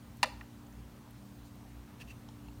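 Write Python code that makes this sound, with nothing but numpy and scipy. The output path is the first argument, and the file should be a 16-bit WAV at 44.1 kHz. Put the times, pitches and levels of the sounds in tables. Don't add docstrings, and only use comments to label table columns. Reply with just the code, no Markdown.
import sys
import numpy as np
from scipy import signal
from scipy.fft import rfft, irfft, next_fast_len
from scipy.io import wavfile
from scipy.ndimage import uniform_filter1d, map_coordinates

SR = 44100
rng = np.random.default_rng(int(sys.argv[2]) if len(sys.argv) > 2 else 0)


def volts_from_decibels(level):
    exponent = np.asarray(level, float) / 20
    return 10 ** exponent


def int16_out(signal):
    q = np.round(np.clip(np.atleast_2d(signal).T, -1, 1) * 32767)
    wavfile.write(sys.argv[1], SR, q.astype(np.int16))


N = 114660

# [f/Hz, level/dB]
AIR_SPECTRUM = [(12, -59), (20, -29), (44, -2), (104, 1.5), (162, -4), (227, -6), (300, -11), (335, -13.5),
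                (456, -15), (969, -16), (2060, -24.5), (4250, -28), (4890, -30.5), (5470, -29.5),
                (15800, -34.5)]
AIR_RMS_DB, PATCHY_RMS_DB = -55, 1.22
# [f/Hz, rms level/dB, waver/dB, waver rate/(knots per s)]
HUM_LINES = [(59, -63.5, 6, 11.7), (119.4, -58.5, 0.5, 8.22), (197.8, -65, 3.5, 8.98),
             (232.8, -60, -0.6, 4.62), (290.8, -61, 1.6, 4.9), (354.3, -75, 4.5, 6.4),
             (407.2, -77, 2, 7.37)]
# [t/s, rms level/dB]
WHISTLE_COURSE = [(0.0, -87), (0.05, -78), (0.21, -81), (0.23, -71), (0.27, -75), (0.35, -87), (0.42, -77),
                  (0.48, -94), (0.72, -77), (0.77, -97), (1.04, -91), (1.22, -87), (1.27, -81), (1.3, -85),
                  (1.37, -74), (1.45, -87), (1.87, -92), (2.6, -84)]
WHISTLE_HZ = 15228
# [f/Hz, t60/s]
ROOM_DECAY = [(300, 0.85), (1000, .45), (3000, 0.37), (6000, 0.37), (9000, 0.3), (13000, 0.18)]
ROOM_DB, ROOM_DELAY_S, ROOM_RISE_S = -21, 0.02, 0.006
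WALL_DB, WALL_DELAY_S = -23.5, 0.027
PLOP_ROOM_DB = -2
# [start t/s, rise t/s, fall t/s, squeak level/dB, hiss level/dB]
RUBS = [(1.44, 0.021, .03, -89, -66.5), (1.996, 0.019, 0.019, -51.5, -58),
        (2.074, 0.011, 0.014, -59.5, -64), (2.095, 0.012, 0.019, -54.5, -60.5)]
# [f/Hz, width f/Hz, relative level/dB]
SQUEAK_RESONANCES = [(1680, 160, -6.5), (2710, 170, 3), (4480, 300, -14), (5800, 300, -16)]
# [f/Hz, level/dB]
HISS_SPECTRUM = [(800, 0.5), (2000, -10), (6000, -1.5), (15000, -10)]
# [t/s, snap level/dB, pitch f/Hz, width/octaves, thump level/dB]
TICKS = [(0.171, -52, 10900, .8, -85), (.2350, -28.5, 9000, 0.35, -90), (0.668, -58.5, 6950, .1, -90),
         (.726, -58, 6200, .1, -90), (1.109, -54.5, 11000, 0.16, -85), (1.556, -59, 13500, .3, -90),
         (2.2887, -53, 5500, 0.17, -47), (2.288, -54, 3400, .25, -90), (2.4025, -58.5, 2720, 0.29, -77),
         (2.4843, -51.5, 4060, 0.07, -49), (2.485, -46, 2800, 0.092, -90)]
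TICK_T60_S = 0.011
THUMP_HZ, THUMP_T60_S = 880, 0.03
# [t/s, level/dB, pitch f/Hz, rise t/s, hold t/s, release t/s]
PLOPS = [(.2298, -21.5, 893, 0.0011, 0.0044, 0.0033), (.2350, -23.5, 916, 0.00236, 0.0032, 0.0023),
         (.2330, -35.5, 635, 0.007, .006, .012), (.2300, -43.5, 283, .007, .007, .012),
         (.2520, -47.5, 640, 0.0057, 0.0064, 0.0071), (.2480, -46.5, 520, 0.0044, 0.012, 0.018),
         (.2700, -43.5, 580, .004, 0.0063, 0.006), (.3150, -54, 940, 0.01, .008, .012)]
# [t/s, level/dB, centre f/Hz, width/octaves, crack level/dB]
KNOCKS = [(0.2295, -20.5, 4440, 1.4, -4.5), (0.2298, -14.5, 1900, 1.3, -9), (.2316, -15, 1490, .8, -15),
          (0.2342, -27, 4500, 2.6, -5.5), (0.2385, -20.5, 2970, 0.38, -8.5), (.2425, -22, 1760, 0.62, -14),
          (0.248, -32, 2200, 0.71, -16), (.4100, -36.5, 2120, 0.45, -18), (0.413, -34, 1000, .3, -30)]
# [f/Hz, relative level/dB]
CUP_MODES = [(880, -8), (1020, -4), (1200, -6.5), (1370, -0.5), (1760, -3.5), (1900, 1.5), (2070, -6.5),
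             (2400, -4.5), (2700, -4.5), (2950, -4.5), (3500, -12), (4030, -7), (4450, -5.5), (4950, -5.5),
             (5600, -3)]
CUP_T60_S, TREBLE_DAMPING = 0.034, 0.3
MODE_SCATTER_DB, ATTACK_S = 1.5, 0.00015
CUP_LOW_HZ = 700
# [f/Hz, level/dB]
CRACK_SPECTRUM = [(1200, -15), (2200, -9), (4200, -0.5), (6300, -5), (9000, -10.5), (11500, -17),
                  (15800, -29)]
CRACK_T60_S = 0.018
# [f/Hz, level/dB]
MIC_COLOUR = [(6500, 0), (7600, -1), (9000, 0.5), (10400, -2), (12500, 1)]


def unit(x):
    return x / np.sqrt(np.mean(x ** 2) + 1e-20)


def along(points, hz):
    f, value = np.transpose(points)
    return np.interp(np.log(hz + 1), np.log(f + 1), value)


def gain_along(points):
    return lambda hz: volts_from_decibels(along(points, hz))


def focus(centre_hz, octaves):
    return lambda hz: np.exp(-0.5 * (np.log2((hz + 1) / centre_hz) / octaves) ** 2)


def filtered(x, response):
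    size = next_fast_len(len(x) + 8192)
    spectrum = rfft(x, size) * response(np.fft.rfftfreq(size, 1 / SR))
    return irfft(spectrum, size)[:len(x)]


def wobble(rate):
    knots = rng.standard_normal(N // 40)
    return map_coordinates(knots, [np.arange(N) * rate / SR])


def tone(hz):
    t = np.arange(N) / SR
    return np.sqrt(2) * np.sin(2 * np.pi * (hz * t + rng.random()))


def delayed(x, seconds):
    return np.pad(x, (round(seconds * SR), 0))


def add(track, s, sound):
    part = track[round(s * SR):][:len(sound)]
    part += sound[:len(part)]


def burst(colour, t60):
    t = np.arange(SR // 8) / SR
    noise = unit(filtered(rng.standard_normal(len(t)), colour))
    return noise * volts_from_decibels(-60 * t / t60) * (1 - np.exp(-t / ATTACK_S))


def air():
    z = signal.stft(rng.standard_normal(N), nperseg=512)[2]
    field = uniform_filter1d(rng.standard_normal(z.shape), size=5, axis=0)
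    field = uniform_filter1d(field, size=12, axis=1)
    patchy = signal.istft(z * volts_from_decibels(PATCHY_RMS_DB * unit(field)), nperseg=512)[1][:N]
    return volts_from_decibels(AIR_RMS_DB) * unit(filtered(patchy, gain_along(AIR_SPECTRUM)))


def hum():
    return sum(volts_from_decibels(db + waver_db * wobble(rate)) * tone(hz) for hz, db, waver_db, rate in HUM_LINES)


def whistle():
    level_db = np.interp(np.arange(N) / SR, *np.transpose(WHISTLE_COURSE))
    return volts_from_decibels(level_db) * tone(WHISTLE_HZ)


def room(x):
    hz, t, z = signal.stft(rng.standard_normal(SR), SR, nperseg=256)
    decay = volts_from_decibels(-60 * t / along(ROOM_DECAY, hz)[:, None])
    tail = signal.istft(z * decay, SR, nperseg=256)[1]
    tail = tail * (1 - np.exp(-np.arange(len(tail)) / SR / ROOM_RISE_S))
    return signal.fftconvolve(delayed(x, ROOM_DELAY_S), tail / np.linalg.norm(tail))[:N]


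def squeak_body(hz):
    response = 0
    for k, (centre, width, db) in enumerate(SQUEAK_RESONANCES):
        damping = 1j * hz * width
        response = response + (-1) ** k * volts_from_decibels(db) * damping / (centre * centre - hz * hz + damping)
    return response


def rubs():
    t = np.arange(N) / SR
    squeak = unit(filtered(rng.standard_normal(N), squeak_body))
    hiss = unit(filtered(rng.standard_normal(N), gain_along(HISS_SPECTRUM)))
    out = np.zeros(N)
    for s, rise, fall, squeak_db, hiss_db in RUBS:
        swell = np.interp(t, [s, s + rise, s + rise + fall], [0, 1, 0]) ** 0.5
        out += swell * (volts_from_decibels(squeak_db) * squeak + volts_from_decibels(hiss_db) * hiss)
    return out


def ticks():
    out, t = np.zeros(N), np.arange(SR // 8) / SR
    thump = volts_from_decibels(-60 * t / THUMP_T60_S) * np.sin(2 * np.pi * THUMP_HZ * t)
    for s, db, pitch_hz, octaves, thump_db in TICKS:
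        snap = burst(focus(pitch_hz, octaves), TICK_T60_S)
        add(out, s, volts_from_decibels(db) * snap + volts_from_decibels(thump_db) * thump)
    return out


def plops():
    out = np.zeros(N)
    for s, db, hz, rise, hold, release in PLOPS:
        t = np.arange(N) / SR - s
        swell = np.interp(t, np.cumsum([0, rise, hold, release]), [0, 1, 1, 0]) ** 2
        out += volts_from_decibels(db) * swell * np.sin(2 * np.pi * hz * t)
    return out


def ring(colour):
    t = np.arange(SR // 8) / SR
    hz, db = np.transpose(CUP_MODES)[:, :, None]
    level_db = db + MODE_SCATTER_DB * rng.standard_normal(hz.shape)
    t60 = CUP_T60_S * (hz / 1000) ** -TREBLE_DAMPING
    sign = (-1) ** np.arange(len(hz))[:, None]
    modes = sign * colour(hz) * volts_from_decibels(level_db - 60 * t / t60) * np.sin(2 * np.pi * hz * t)
    return modes.sum(0) * (1 - np.exp(-t / ATTACK_S))


def cube_knocks():
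    out = np.zeros(N)
    for s, db, centre_hz, octaves, crack_db in KNOCKS:
        near = focus(centre_hz, octaves)
        crack = burst(lambda hz: gain_along(CRACK_SPECTRUM)(hz) * near(hz) ** 0.22, CRACK_T60_S)
        add(out, s, volts_from_decibels(db) * (ring(near) / 2 + volts_from_decibels(crack_db) * crack))
    return filtered(out, lambda hz: (1j * hz / (CUP_LOW_HZ + 1j * hz)) ** 2)


def scene():
    hard = ticks() + rubs() - cube_knocks()
    water = plops()
    sent = hard + volts_from_decibels(PLOP_ROOM_DB) * water
    echo = delayed(sent, WALL_DELAY_S)[:N]
    reflections = volts_from_decibels(WALL_DB) * echo + volts_from_decibels(ROOM_DB) * room(sent)
    background = air() + hum() + whistle()
    return (hard + water + reflections + background)[None]


def roll_off(x):
    return signal.sosfilt(signal.butter(12, 16060, fs=SR, output="sos"), x)


def record(dry):
    mix = filtered(dry[0], gain_along(MIC_COLOUR))[None]
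    return roll_off(mix)


dry = scene()
out = record(dry)
int16_out(out)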